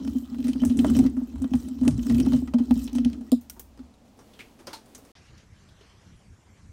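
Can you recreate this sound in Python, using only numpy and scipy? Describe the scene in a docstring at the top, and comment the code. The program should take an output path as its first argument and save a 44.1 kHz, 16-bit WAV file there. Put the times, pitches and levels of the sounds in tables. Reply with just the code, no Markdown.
"""A spoon stirs a stiff mix in a steel bowl on a kitchen counter, with the microphone on the same counter.
For 3.3 s blows thud through the counter as beating modes; filtered-noise scrapes and clinks come by air.
Two raps on the rim end the stirring; then small things are set down across the room as short noise bursts,
soft footfalls rumble in low noise and cloth rustles. At 5.12 s comes a near-silent edit cut of 33 ms,
then another background with a low hum, more rustling and a few last things set down."""
import sys
import numpy as np
from scipy import signal
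from scipy.fft import rfft, irfft
from scipy.io import wavfile
from scipy.ndimage import uniform_filter1d

SR = 44100
rng = np.random.default_rng(int(sys.argv[2]) if len(sys.argv) > 2 else 0)


def output_pcm(signal):
    """Save a mono or channel-first signal as 16-bit PCM at the path in sys.argv[1].

    Samples are clipped to [-1, 1] before scaling.
    """
    pcm = np.clip(np.atleast_2d(signal).T, -1, 1) * 32767
    wavfile.write(sys.argv[1], SR, np.round(pcm).astype(np.int16))


N = 296352

# counter modes, a close pair and then overtones: f/Hz, level/dB, t60/s
COUNTER_MODES = [(238.64, 2.5, 0.13), (261.7, 2.5, 0.086), (517, -11, 0.038), (621, 4.5, 0.054),
                 (819, 4.5, 0.031), (944, -7, 0.043), (1255, -8, 0.033)]
# bowl modes: f/Hz, width/Hz, level/dB
BOWL_MODES = [(1275, 150, -7), (1920, 14, -15), (2593, 55, -12.5), (3060, 73, -3.5), (4020, 24, -11.5),
              (5560, 470, -10), (6210, 63, -28), (7680, 54, -12), (7600, 110, -12), (9480, 93, -29),
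              (11950, 140, -9), (14000, 900, -16)]
# strength of the stirring: t/s, scrape treble/dB, drag on the counter/dB, scrape body/dB
STIRRING = [(0.0, -68, -30, -55.5), (0.16, -57, -39.5, -62.5), (0.27, -64, -46.5, -60),
            (0.43, -64.5, -32.5, -66), (0.54, -72, -38.5, -58.5), (0.64, -59, -25.5, -57.5),
            (0.73, -72, -32, -56.5), (0.81, -53.5, -23, -59), (0.87, -57, -19.5, -49),
            (0.95, -54, -25, -48.5), (1.04, -57, -19.5, -59), (1.1, -74, -31.5, -75),
            (1.18, -65, -43, -64.5), (1.38, -73, -38, -67.5), (1.66, -59, -36.5, -57.5),
            (1.75, -67, -40, -63), (1.92, -73, -32.5, -59.5), (2.05, -55, -34.5, -54),
            (2.1, -51.5, -23.5, -48.5), (2.21, -55, -22, -54), (2.25, -62, -24, -55), (2.36, -54, -29, -56),
            (2.53, -77, -43, -78), (2.67, -64, -36.5, -60), (2.84, -50.5, -36.5, -51.5),
            (2.92, -74, -38, -62.5), (3.08, -68, -33.5, -62), (3.22, -72.5, -38, -70),
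            (3.3, -67, -45.5, -63)]
# the near-silent edit cut between two backgrounds: start/s, end/s
CUT = (5.119, 5.152)


def thuds(lead_s=0.007683, rise_s=0.0036, overtones_spread_db=2.5):
    """Two close counter modes start in opposite phase: the thud swells, then beats away."""
    # blows felt through the counter: t/s, peak level/dB, upper mode of the pair against lower/dB,
    # ring time as a factor (held to 3 at most), mean overtone level/dB
    blows = [(0.022, -27.5, 3, 1, -26), (0.052, -21.5, 3, 0.94, -31.0), (0.082, -20, 5, 0.71, -29),
             (0.123, -40, 9, 0.89, -33), (0.159, -16.5, 4.5, 1.34, -33), (0.23, -30, 5, 1.2, -28),
             (0.323, -25, -12, 3.6, -36), (0.392, -18.5, 2.5, 2.2, -31.0), (0.454, -18, -8, 3.4, -30.5),
             (0.494, -14, 4, 1.3, -31.5), (0.53, -27, 4, 0.78, -31.0), (0.56, -18.5, 2, 0.85, -30),
             (0.625, -12.5, -2, 2, -31.0), (0.658, -13, 1, 0.75, -27), (0.706, -12.5, -5, 1.8, -35),
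             (0.787, -19.5, 4, 2.1, -31.0), (0.796, -8.5, 12, 1.8, -36), (0.845, -17, 7, 1.4, -40),
             (0.906, -12, 1, 1.4, -31.0), (0.969, -11.5, -0.5, 0.63, -31.0),
             (0.996, -6.5, 2.2, 1.17, -31.0), (1.056, -12.5, 2, 1.3, -26), (1.144, -25.5, -3, 1.9, -35),
             (1.175, -17, 3.5, 2.4, -33), (1.223, -18, 2, 1.1, -29), (1.266, -50, 14, 0.88, -31.0),
             (1.342, -28.5, -3, 1.3, -26), (1.419, -19, 5, 2.3, -34), (1.453, -18.5, 0.7, 0.46, -31.0),
             (1.521, -17.5, -1, 0.73, -32), (1.544, -12, 0.8, 1.47, -31.0), (1.659, -26, 0.1, 1.2, -31.0),
             (1.686, -27.5, -18, 1.5, -27), (1.713, -24.5, 0.1, 1.8, -32), (1.792, -46, -2, 0.86, -31.0),
             (1.821, -13, 1.5, 1.4, -29), (1.857, -13.5, 0, 1.9, -35), (1.882, -8.5, 11.5, 0.66, -31.0),
             (1.95, -31, 6, 0.42, -31.0), (1.99, -18, -11, 2.2, -38), (2.062, -17.5, -2, 3, -31.0),
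             (2.116, -15, -4, 1.2, -25), (2.159, -13.5, -6, 1.7, -33), (2.203, -9.5, 5, 2.4, -33),
             (2.248, -24, -9, 1, -33), (2.276, -12, -1.5, 0.63, -24), (2.339, -9, -3.8, 1.87, -25.5),
             (2.429, -21.5, 3.5, 0.63, -25), (2.487, -27.5, 5, 0.61, -31.0), (2.55, -10, -8.5, 1.5, -29),
             (2.609, -13, 2, 0.75, -30), (2.689, -26.5, 0.1, 1, -27), (2.714, -7.5, 0, 0.97, -25),
             (2.77, -16.5, -6, 1.14, -32), (2.819, -30, -2, 0.62, -31.0), (2.845, -31, 1, 0.8, -31.0),
             (2.899, -48, 5, 1.5, -31.0), (2.933, -22.5, 3, 2.2, -30), (2.958, -15, 2, 2.1, -32),
             (2.995, -16.5, 4, 3.6, -38), (3.062, -12, -2.3, 0.97, -34.5), (3.139, -29, -14, 1.9, -30),
             (3.179, -34, 0.1, 1.4, -28), (3.218, -33, -2, 1.8, -29), (3.327, -8, 3.5, 1.18, -30),
             (3.799, -34, 6, 1.8, -31.0)]
    out = np.zeros(N)
    t = np.arange(SR // 4) / SR
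    hz, db, t60 = np.transpose(COUNTER_MODES)[:, :, None]
    place = np.arange(len(COUNTER_MODES))[:, None]
    sign = (-1.) ** place
    spots = rng.standard_normal((len(blows), len(COUNTER_MODES), 1))
    for (s, peak_db, upper_db, lasting, overtones_db), spot in zip(blows, spots):
        over_db = overtones_db + overtones_spread_db * spot
        decay_db = 60 * t / (t60 * np.minimum(lasting, 3))
        level_db = db + (place == 1) * upper_db + (place > 1) * over_db - decay_db
        modes = sign * amp(level_db) * np.sin(2 * np.pi * hz * t)
        ring = modes.sum(0) * (1 - np.exp(-t / rise_s))
        add(out, s - lead_s, amp(peak_db) * peaked(ring))
    return out


def drag(over_db=-42.5):
    """The dragging spoon shakes the same counter modes without pause."""
    shake = rng.standard_normal(N)
    modes = []
    for hz, db, t60 in COUNTER_MODES:
        ring = resonate(resonate(shake, hz, 2.4 / t60), hz, 76.0)
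        modes.append(amp(db) * evened(ring))
    shaken = evened(modes[0] + modes[1] + amp(over_db) * sum(modes[2:]))
    return curve(STIRRING, axis=2) * shaken


def rocking(wobble=0.0907, fuzz=0.56, octave_fuzz=0.93):
    """The counter sways under the arm: a wavering tone, its octave, and some rumble around them."""
    # sway: t/s, f/Hz, level/dB, octave level/dB
    sway = [(0.0, 70.3, -51.5, -56.5), (0.11, 70.82, -38.5, -54), (0.23, 70.06, -51, -72),
            (0.5, 77.37, -45.5, -45), (0.61, 76.45, -37, -59), (0.68, 72.56, -28, -37),
            (0.73, 73.5, -40, -49), (0.98, 73.56, -31, -28.5), (1.06, 61.9, -34, -40),
            (1.28, 61.4, -52, -86), (1.39, 68.5, -33, -47), (1.48, 67.6, -47, -65), (1.56, 72.95, -32, -37),
            (1.69, 75.5, -47.5, -81), (1.84, 74.95, -37, -37), (1.94, 58, -26.5, -26),
            (2.07, 56.77, -43, -60), (2.12, 56.3, -28, -27), (2.18, 58, -32, -30), (2.31, 75.9, -36, -44),
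            (2.35, 75.3, -28.5, -31), (2.48, 75.7, -43, -61), (2.6, 76.8, -41, -48), (2.65, 69.6, -49, -70),
            (2.73, 59.1, -33.5, -41), (2.83, 60.9, -40.5, -55), (2.92, 70.2, -47.5, -71),
            (3.06, 66.9, -34, -45), (3.25, 62.9, -59, -80), (3.32, 71.7, -48, -60), (3.41, 72, -57, -87),
            (3.53, 59.7, -56.5, -80), (3.83, 65.5, -51, -82), (4.0, 78.5, -69, -83)]
    waver, rumble = rng.standard_normal((N, 2)).T
    hz = over_time(sway, axis=1) * (1 + wobble * evened(uniform_filter1d(waver, size=2000)))
    turn = 2 * np.pi * np.cumsum(hz) / SR
    low = np.sqrt(2) * np.sin(turn) + fuzz * evened(band(rumble, (50, 85)))
    octave = np.sqrt(2) * np.sin(2 * turn) + octave_fuzz * evened(band(rumble, (100, 150)))
    both = curve(sway, axis=2) * evened(low) + curve(sway, axis=3) * evened(octave)
    return band(both, (38, 400))


def scrape(slips_per_s=500., spread_db=4.5, smooth=0.99, ring_db=-5.0, patchy_db=3.5):
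    """Uneven slips of steel on steel over a smooth hiss; the colour shifts in random patches."""
    # colour of the steel-on-steel noise: f/Hz, level/dB per Hz
    steel = [(500, -20), (1000, 2), (2200, -10), (3100, 2), (4500, -0.5), (7800, 3), (9500, 1), (11500, -9),
             (14000, 2), (16000, -1.5)]
    slipping = rng.random(N) < slips_per_s / SR
    size = amp(spread_db * np.minimum(rng.exponential(1, N), 4)) * slipping
    slips = signal.lfilter([1], [1, -.975], size) * rng.standard_normal(N)
    drive = evened(slips) + smooth * rng.standard_normal(N)

    # each mode's level drifts slowly at random
    drifts = rng.standard_normal((N // 1024 + 2, len(BOWL_MODES))).T
    bowl = np.zeros(N)
    for (hz, width, db), knots in zip(BOWL_MODES, drifts):
        drift = np.interp(np.arange(N) / 1024, np.arange(len(knots)), knots)
        bowl += amp(db + 8.7 * drift) * evened(resonate(drive, hz, width))

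    rubbed = evened(coloured(drive, steel)) + amp(ring_db) * evened(bowl)
    hz, t, z = signal.stft(rubbed, SR, nperseg=256)
    z = z * amp(patchy_db * patches(len(t), bins=len(hz), count=8))
    treble = np.clip((hz[:, None] - 5500) / 2000, 0, 1)
    body = evened(signal.istft(z * (1 - treble), SR, nperseg=256)[1][:N])
    fizz = evened(signal.istft(z * treble, SR, nperseg=256)[1][:N])
    return curve(STIRRING, axis=3) * body + curve(STIRRING, axis=1) * fizz


def clinks(ring_db=-7.0, away_db=22.0, low_away_db=29.0, low_width=50.0, damping_hz=149.0):
    """A blow rings the bowl modes and the counter overtones that lie near its spot's pitches."""
    # spoon on bowl: t/s, level/dB, lows/dB, highs/dB, top/dB, t60/s, tail/dB, bright f/Hz, knock f/Hz
    knocks = [(0.0503, -43, -0.5, 2, -21, 0.02, -25, 3360, 495),
              (0.0765, -33, -9.5, -9, -20, 0.035, -23, 3200, 600),
              (0.161, -47, -6, -10, -7, 0.053, -12, 1700, 509),
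              (0.3456, -43, 2.5, -18, -26, 0.052, -17.0, 1900, 493),
              (0.3843, -43, -10, -10, -16, 0.067, -21, 2910, 495),
              (0.4033, -40, -9, -9, -6, 0.04, -17.0, 3030, 517),
              (0.4274, -41, -13, -14, -16, 0.04, -17.0, 2920, 498),
              (0.4426, -33.5, -34, -12, -9, 0.052, 0.5, 4200, 506),
              (0.4708, -35, -6, 1.5, -12, 0.021, -20, 1730, 493),
              (0.4816, -32, -14, 1, -16, 0.078, -9, 1970, 522),
              (0.533, -30, -16, -20, -29, 0.02, -24, 3040, 498),
              (0.5594, -48, 8, -16, -15, 0.04, -19, 3130, 533),
              (0.597, -41, -14, -15, -15, 0.035, -17.0, 2010, 611),
              (0.618, -39, -3.5, -5, -17, 0.058, -20, 2490, 848),
              (0.6355, -42, 10, -7, -7, 0.026, -26, 1780, 598),
              (0.6509, -28, -13, 4, -5, 0.047, -5, 8500, 493),
              (0.6973, -33.5, -15, -15, -14, 0.087, -17.0, 3100, 493),
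              (0.7711, -38, -12, 8.5, -16, 0.047, -6, 7910, 493),
              (0.7907, -22.5, -25, -11, -26, 0.046, -10.5, 3050, 493),
              (0.8459, -40, 18, -18, -26, 0.04, -16, 1720, 614),
              (0.8664, -36, -11, 3, -7, 0.069, -3, 7770, 506),
              (0.9004, -30.5, -2.5, -14, 1, 0.049, -24, 7900, 493),
              (0.9518, -29, -3, -17, -25, 0.068, -23, 3240, 493),
              (0.9666, -29.5, -7, 3, -3, 0.04, -13, 3450, 576),
              (0.9897, -23.5, -6, -2, -7, 0.048, -12, 6560, 506),
              (1.041, -35.5, -5, -17, -26, 0.034, -17.0, 3460, 619),
              (1.0534, -39, 0, -14, -14, 0.036, -19, 1890, 536),
              (1.063, -32, -5.5, -22, -5, 0.061, -15, 1770, 493),
              (1.0994, -50.5, -17, 10.5, -18, 0.031, -23, 1810, 501),
              (1.1684, -53.5, 9, 1, -12, 0.064, -2, 1780, 851),
              (1.2121, -56, 3, -11, -20, 0.032, -5, 1720, 598),
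              (1.3583, -50.5, 4, 1, -7, 0.053, -17.0, 3190, 778),
              (1.3818, -56, 3, 6, -7, 0.047, -2, 1730, 864), (1.42, -38, -6, 2, -4, 0.056, -28, 8470, 514),
              (1.4429, -37, 1, -19, -22, 0.033, -16, 2860, 595),
              (1.5161, -56, -6, -25, -22, 0.027, -17.0, 1950, 493),
              (1.5365, -29.5, -2, -15, -22, 0.037, -15, 2690, 786),
              (1.5534, -36.5, -18, 2, -7, 0.045, -7.5, 1700, 506),
              (1.6857, -41.5, -16, 2, -19, 0.035, -18, 7450, 600),
              (1.79, -47.5, -3, -13, -15, 0.044, -15, 3950, 721),
              (1.813, -47, -3, 5, -10, 0.04, -4, 3030, 493),
              (1.8345, -38.5, 0, 0, -21, 0.054, -9, 1750, 493),
              (1.8502, -49, 10.5, 9, -1, 0.12, -6, 2770, 651),
              (1.8786, -20.5, -2.5, 1, -20, 0.034, -17.5, 2400, 622),
              (1.9096, -33.5, -12, -10, -19, 0.045, -21, 5070, 606),
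              (1.9784, -39, -20, -13, -15, 0.037, -17.0, 7850, 495),
              (1.9928, -33.5, -24, -12, -25, 0.036, -17.0, 3070, 493),
              (2.032, -38, -20, -12, -13, 0.046, -20, 3200, 584),
              (2.0981, -30, -5.5, -23, -20, 0.069, -17.0, 1920, 622),
              (2.1256, -37, -25, -17, -26, 0.04, -22, 1900, 493),
              (2.146, -31.5, -16, -3, -19, 0.058, -24, 3230, 549),
              (2.1826, -27.5, -21, -2, -14, 0.023, -13, 3060, 493),
              (2.2007, -24.5, -14, -1.5, -13, 0.046, -20, 2970, 506),
              (2.2494, -36.5, -18, -5, -22, 0.04, -19, 1950, 493),
              (2.2631, -39.5, 3, 8, -22, 0.027, -26, 3120, 630),
              (2.2853, -37, -9, -11, -10, 0.035, -16, 3080, 514),
              (2.3218, -36, 4, -1, -18, 0.035, -15, 2330, 673),
              (2.3341, -29.5, -8, -6, -23, 0.027, -10, 3130, 501),
              (2.363, -39, -11, 1.5, -15, 0.063, -8, 6170, 511),
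              (2.4755, -38, -4.5, -26, -23, 0.065, -22, 1910, 1310),
              (2.5376, -32, 1.5, -22, -34, 0.06, -18, 3050, 598),
              (2.585, -40, 2, -21, -24, 0.12, -11, 2980, 643),
              (2.7097, -25.5, -3, -20, -8, 0.024, -15, 2470, 775),
              (2.7403, -45, -8, 5, -14, 0.04, -17.0, 6250, 493),
              (2.7928, -36.5, -18, -2, -16, 0.04, -21, 5290, 493),
              (2.828, -55, -29, -9, -19, 0.036, -17.0, 4940, 493),
              (2.8434, -51, -12, 20.5, -7, 0.028, -26, 7690, 514),
              (2.8771, -33.5, -16, -15, -31, 0.06, -17.0, 3000, 851),
              (2.9307, -36, -21, -4, -3, 0.029, -10, 5390, 503),
              (2.9515, -34, -9, -1.5, -16, 0.12, -23, 6150, 746),
              (2.9838, -30, -5, -8, -21, 0.036, -15, 2630, 589),
              (3.0482, -25.5, -26, -8.5, -23, 0.029, -15, 2960, 589),
              (3.1312, -35, -23, -21, -26, 0.04, -17.0, 3060, 538),
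              (3.21, -51.5, 3, 1, -16, 0.048, -15, 3260, 493)]
    out = np.zeros(N)
    overtones_hz = np.transpose(COUNTER_MODES[2:])[0]
    overtones_width = np.full(len(overtones_hz), low_width)
    bowl_hz, width, _ = np.transpose(BOWL_MODES)
    for s, *blow, spot_hz, knock_hz in knocks:
        rings = near(bowl_hz, width + damping_hz, ring_db, away_db, spot_hz)
        rings += near(overtones_hz, overtones_width, blow[1], low_away_db, knock_hz)  # as strong as the lows
        add(out, s, click(*blow, rings, crack=2.14, tail_t60=.3))
    return out


def raps(crack_t60=0.0055, ring_db=-18.5, ring_t60=0.16, swell_s=0.0085):
    """A hard crack, then clusters of rim modes shimmer and fade while the belly clonks."""
    # the spoon is rapped on the rim and bounces: t/s, peak level/dB
    rim_blows = [(3.318, -20), (3.3277, -30.5)]
    # rim modes: f/Hz, width/Hz, level/dB
    rim = [(1180, 200, -6), (3640, 570, -16), (3980, 780, 3), (4800, 410, -0.5), (7400, 910, 2),
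           (9250, 430, 3.5), (13700, 1100, 0.5), (15100, 600, -31)]
    # the bowl's belly, swelling with the first rap: f/Hz, peak level/dB
    belly = [(497, -25), (632, -29)]
    out = np.zeros(N)
    t = np.arange(SR // 4) / SR
    for s, peak_db in rim_blows:
        fade = amp(-60 * t / crack_t60) + amp(ring_db - 60 * t / ring_t60)
        blow = rng.standard_normal(len(t)) * fade
        ring = sum(amp(db) * evened(resonate(resonate(blow, f, w), f, 2.8 * w)) for f, w, db in rim)
        add(out, s, amp(peak_db) * peaked(ring))
    swell = (t / swell_s * np.exp(1 - t / swell_s)) ** 2
    clonk = sum(amp(db) * np.sin(2 * np.pi * hz * t) for hz, db in belly)
    add(out, rim_blows[0][0], swell * clonk)
    return out


def tidying(low_width=32.0, width=510.0):
    """Small things set down across the room, each with a low and a bright ring of its own."""
    # things set down: t/s, level/dB, lows/dB, highs/dB, top/dB, t60/s, tail/dB,
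    # low ring f/Hz, bright ring f/Hz, bright ring level/dB
    things = [(3.4104, -54.5, -13, 4.5, 9, 0.07, -6, 369, 6400, -4),
              (3.498, -34, -19, 5.5, 8.5, 0.037, -16.5, 1454, 5800, 3.5),
              (3.5643, -65, 15, 4, 3, 0.075, -3, 926, 6440, 0.5),
              (3.5955, -36.5, -9, 4, 8, 0.023, -20, 468, 6120, -6),
              (3.5984, -46, -7.5, 4, 13, 0.08, -14, 1110, 6250, -7),
              (3.7747, -49.5, 1, -4, -16, 0.045, -9.0, 326, 5100, -5),
              (3.7918, -47.5, 1, -18, -26, 0.057, -11, 333, 4900, -10),
              (3.9394, -57, -18, -1, -18, 0.061, -9.0, 369, 3930, 1),
              (4.1899, -53, 6.5, 1, -13, 0.13, -9.0, 453, 5560, 2),
              (4.334, -50, -13, -22, -23, 0.21, -3, 417, 3250, 3),
              (4.3909, -45, -6, -23, -23, 0.21, -9.0, 395, 2330, 8.5),
              (4.4054, -48.5, -8, -20, -28, 0.085, -6, 437, 2160, 12),
              (4.5905, -48, -0.5, -5, -19, 0.14, 1, 406, 2060, -9),
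              (4.6702, -33.5, -2, -9.5, -24, 0.051, 5, 578, 4800, 4),
              (4.7308, -31.5, -3.5, -6, -13, 0.14, -3, 899, 4170, 0.5),
              (4.8584, -55.5, -2, 3, 1, 0.059, -7, 616, 4460, -4),
              (4.9486, -39, -8.5, 1.5, -6, 0.093, -7, 390, 6210, 2),
              (4.9784, -53, 1, 5, 7, 0.16, -13, 435, 6180, -4),
              (5.0499, -51.5, -3, 3, -8, 0.07, -6, 467, 5590, -4),
              (5.3782, -46.5, -26, -24, -37, 0.076, 0, 444, 5800, -2),
              (5.6875, -52.5, -12, -19, -32, 0.09, -9.0, 342, 3580, 2),
              (5.8092, -48.5, -3.5, -21, -35, 0.087, -2, 407, 3120, -5)]
    out = np.zeros(N)
    for s, *blow, low_hz, hz, ring_db in things:
        rings = [(low_hz, low_width, blow[1]), (hz, width, ring_db)]  # low ring as strong as the lows
        add(out, s, click(*blow, rings, crack=0.18, tail_t60=0.26))
    return out


def steps(rise_s=0.01, t60=0.38):
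    """Loudness of the footfalls: each swells quickly and dies away."""
    # soft footfalls: t/s, level/dB
    footfalls = [(3.561, -54.5), (3.788, -59), (3.91, -79), (4.169, -55), (4.40, -56), (4.59, -54),
                 (4.666, -44.5), (4.871, -60), (5.03, -55)]
    t = np.arange(SR) / SR
    out = np.zeros(N)
    for s, db in footfalls:
        add(out, s, amp(db - 60 * t / t60) * np.minimum(t / rise_s, 1))
    return out


def room(air_db=-56, hum_db=-53.5):
    """Kitchen air, footfalls and cloth as coloured noise until the cut; low hum and cloth from there on."""
    # kitchen air before the cut: f/Hz, level/dB per Hz
    air = [(15, -16), (25, -8), (70, 6), (157, -12.5), (242, 7.5), (335, -13.5), (545, -10), (775, -12),
           (1560, -24), (6740, -28), (16000, -45)]
    # low hum after it: f/Hz, level/dB per Hz
    hum = [(15, -33), (25, -22), (55, -4.5), (72, -3), (84, 1.5), (100, -17), (170, -7.5), (263, -16.5),
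           (725, -28), (2230, -32), (3800, -45), (7000, -34.5), (10000, -45), (13000, -51), (14500, -85)]
    # floorboards under the footfalls: f/Hz, level/dB per Hz
    floor = [(35, -27), (70, -10), (140, -14), (240, -1.5), (350, 2), (600, -26), (1200, -33)]
    # cloth and hands, a list before the cut and one after: t/s, level/dB
    rustle = [
        [(4.05, -67), (4.17, -66), (4.22, -59.5), (4.3, -59), (4.45, -57.5), (4.55, -62), (4.65, -64),
         (4.8, -68), (4.9, -57.5), (5.02, -61), (5.12, -57.5)],
        [(5.15, -56.5), (5.25, -61.5), (5.4, -61), (5.45, -69), (5.55, -65.5), (5.6, -63.5), (5.75, -65.5),
         (5.85, -61), (6.08, -64), (6.14, -67.5), (6.52, -73), (6.58, -64), (6.72, -74)],
    ]
    # colour of the cloth, before and after: f/Hz, level/dB per Hz
    cloth = [
        [(500, 9.5), (1500, -6), (3000, -6), (6500, -11), (10000, -12.5), (16000, -15)],
        [(700, 4.5), (1500, 5), (3000, 2.5), (6200, 0), (7000, -21), (10000, -16), (14000, -66)],
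    ]
    t = np.arange(N) / SR
    before = amp(air_db) * hiss(air, patchy_db=0, flicker_db=0.6)
    before = before + steps() * hiss(floor, patchy_db=0, flicker_db=2)
    before = before + curve(rustle[0], axis=1) * hiss(cloth[0], patchy_db=0, flicker_db=0)
    after = amp(hum_db) * hiss(hum, patchy_db=3, flicker_db=0)
    after = after + curve(rustle[1], axis=1) * hiss(cloth[1], patchy_db=3, flicker_db=0.7)
    return np.where(t < CUT[0], before, after)


def click(level_db, low_db, high_db, top_db, t60, tail_db, rings, crack, tail_t60):
    """A short burst: a sharp crack, a rattle, the modes it rings, and a slower tail from the walls."""
    # lows, mids, highs, top: lower f/Hz, upper f/Hz
    bands = [(300, 1500), (1500, 6000), (6000, 11000), (11000, 16500)]
    t = np.arange(8192) / SR
    quick, ringing, late = rng.standard_normal((3, len(t)))
    blow = crack * np.exp(-t / 0.00025) + amp(-60 * t / t60)
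    tail = late * amp(tail_db - 60 * t / tail_t60) * (1 - np.exp(-t / 0.004))
    burst = quick * blow + tail
    parts = [peaked(band(burst, edges)) for edges in bands]
    rung = sum(amp(db) * peaked(resonate(ringing * blow, f, w)) for f, w, db in rings)
    noise = sum(amp(db) * part for db, part in zip((low_db, -3, high_db, top_db), parts))
    return amp(level_db) * (rung + noise)


def near(modes_hz, width, db, away_db, pitch_hz):
    """Modes ring the weaker, by away_db an octave, the further they lie from the struck spot's pitch."""
    return list(zip(modes_hz, width, db - away_db * abs(np.log2(modes_hz / pitch_hz))))


def hiss(points, patchy_db, flicker_db):
    """Noise of rms 1 with drifting patches and a flicker shared by all bands."""
    frames = N // 256 + 5
    hz = np.fft.rfftfreq(1024, 1 / SR)
    a, b = rng.standard_normal((frames, 513, 2)).T
    flicker = evened(uniform_filter1d(rng.standard_normal(frames), size=4))
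    moving_db = patchy_db * patches(frames, bins=513, count=12) + flicker_db * flicker
    z = (a + 1j * b) * amp(read(points, hz)[:, None] + moving_db)
    return evened(signal.istft(z, nperseg=1024, noverlap=768)[1][:N])


def patches(frames, bins, count):
    """A blotchy random field of rms 1 over frequency and time."""
    field = rng.standard_normal((frames, bins)).T
    across_bins = uniform_filter1d(field, size=count, axis=0)
    return evened(uniform_filter1d(across_bins, size=10, axis=1))


def resonate(x, hz, width):
    """One resonance with a gain of about 1 at its centre, from a single complex pole."""
    pole = np.exp((2j * hz - width) * np.pi / SR)
    return 2 * signal.lfilter([1 - abs(pole)], [1, -pole], x + 0j).real


def band(x, edges_hz):
    """A causal band-pass."""
    return signal.sosfilt(signal.butter(3, edges_hz, "bandpass", fs=SR, output="sos"), x)


def coloured(x, points):
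    """Shapes a signal by a spectrum table."""
    gain = amp(read(points, np.fft.rfftfreq(len(x), 1 / SR)))
    return irfft(rfft(x) * gain, len(x))


def read(points, hz):
    """A spectrum table on a log-frequency axis."""
    f, value = np.transpose(points)
    return np.interp(np.log(hz + 1), np.log(f + 1), value)


def over_time(rows, axis):
    """One column as a curve over time."""
    rows = np.array(rows)
    return np.interp(np.arange(N) / SR, rows[:, 0], rows[:, axis])


def curve(rows, axis):
    """Gain over time from one dB column, silent outside the table."""
    t = np.arange(N) / SR
    return amp(over_time(rows, axis)) * (t >= rows[0][0]) * (t <= rows[-1][0])


def add(mix, s, sound):
    """Mixes a sound in at a time."""
    part = mix[max(round(s * SR), 0):][:len(sound)]
    part += sound[:len(part)]


def amp(db):
    """Decibels to gain."""
    return 10 ** (np.asarray(db) / 20)


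def evened(x):
    """Scales to rms 1."""
    return x / np.sqrt(np.mean(x ** 2) + 1e-20)


def peaked(x):
    """Scales to peak 1."""
    return x / abs(x).max()


def scene():
    """Counter-borne and air-borne sound together at the microphone."""
    # the microphone's case colours clinks and things set down: f/Hz, level/dB
    case = [(2000, -1.5), (3100, -0.5), (4300, -3), (5800, -1.5), (7600, -2.5), (8600, 0.5), (9500, 0),
            (10600, -8.5), (11700, -6.5), (13200, -2), (14400, -3), (16000, -5.5)]
    counter_borne = thuds() + drag() + rocking()
    cased = coloured(clinks() + tidying(), case)
    return (counter_borne + scrape() + raps() + cased + room())[None]


def record(dry, lopsided=0.13, ceiling=0.72, edge_hz=15900):
    """The shaken capsule bends loud thuds; the edit cut is near-silent; then the band limit."""
    t = np.arange(N) / SR
    bent = ceiling * np.tanh((dry + lopsided * dry ** 2) / ceiling)
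    bent = signal.lfilter([1, -1], [1, -.997], bent)  # takes out the offset the lopsided bend leaves
    outside_s = np.maximum(CUT[0] - t, t - CUT[1])
    open_gain = np.clip(outside_s / 0.0014, .004, 1)  # 1.4 ms fades down to near-silence
    low_pass = signal.firwin(511, edge_hz, window=("kaiser", 9), fs=SR)
    return signal.oaconvolve(bent * open_gain, low_pass[None], "same")


dry = scene()
out = record(dry)
output_pcm(out)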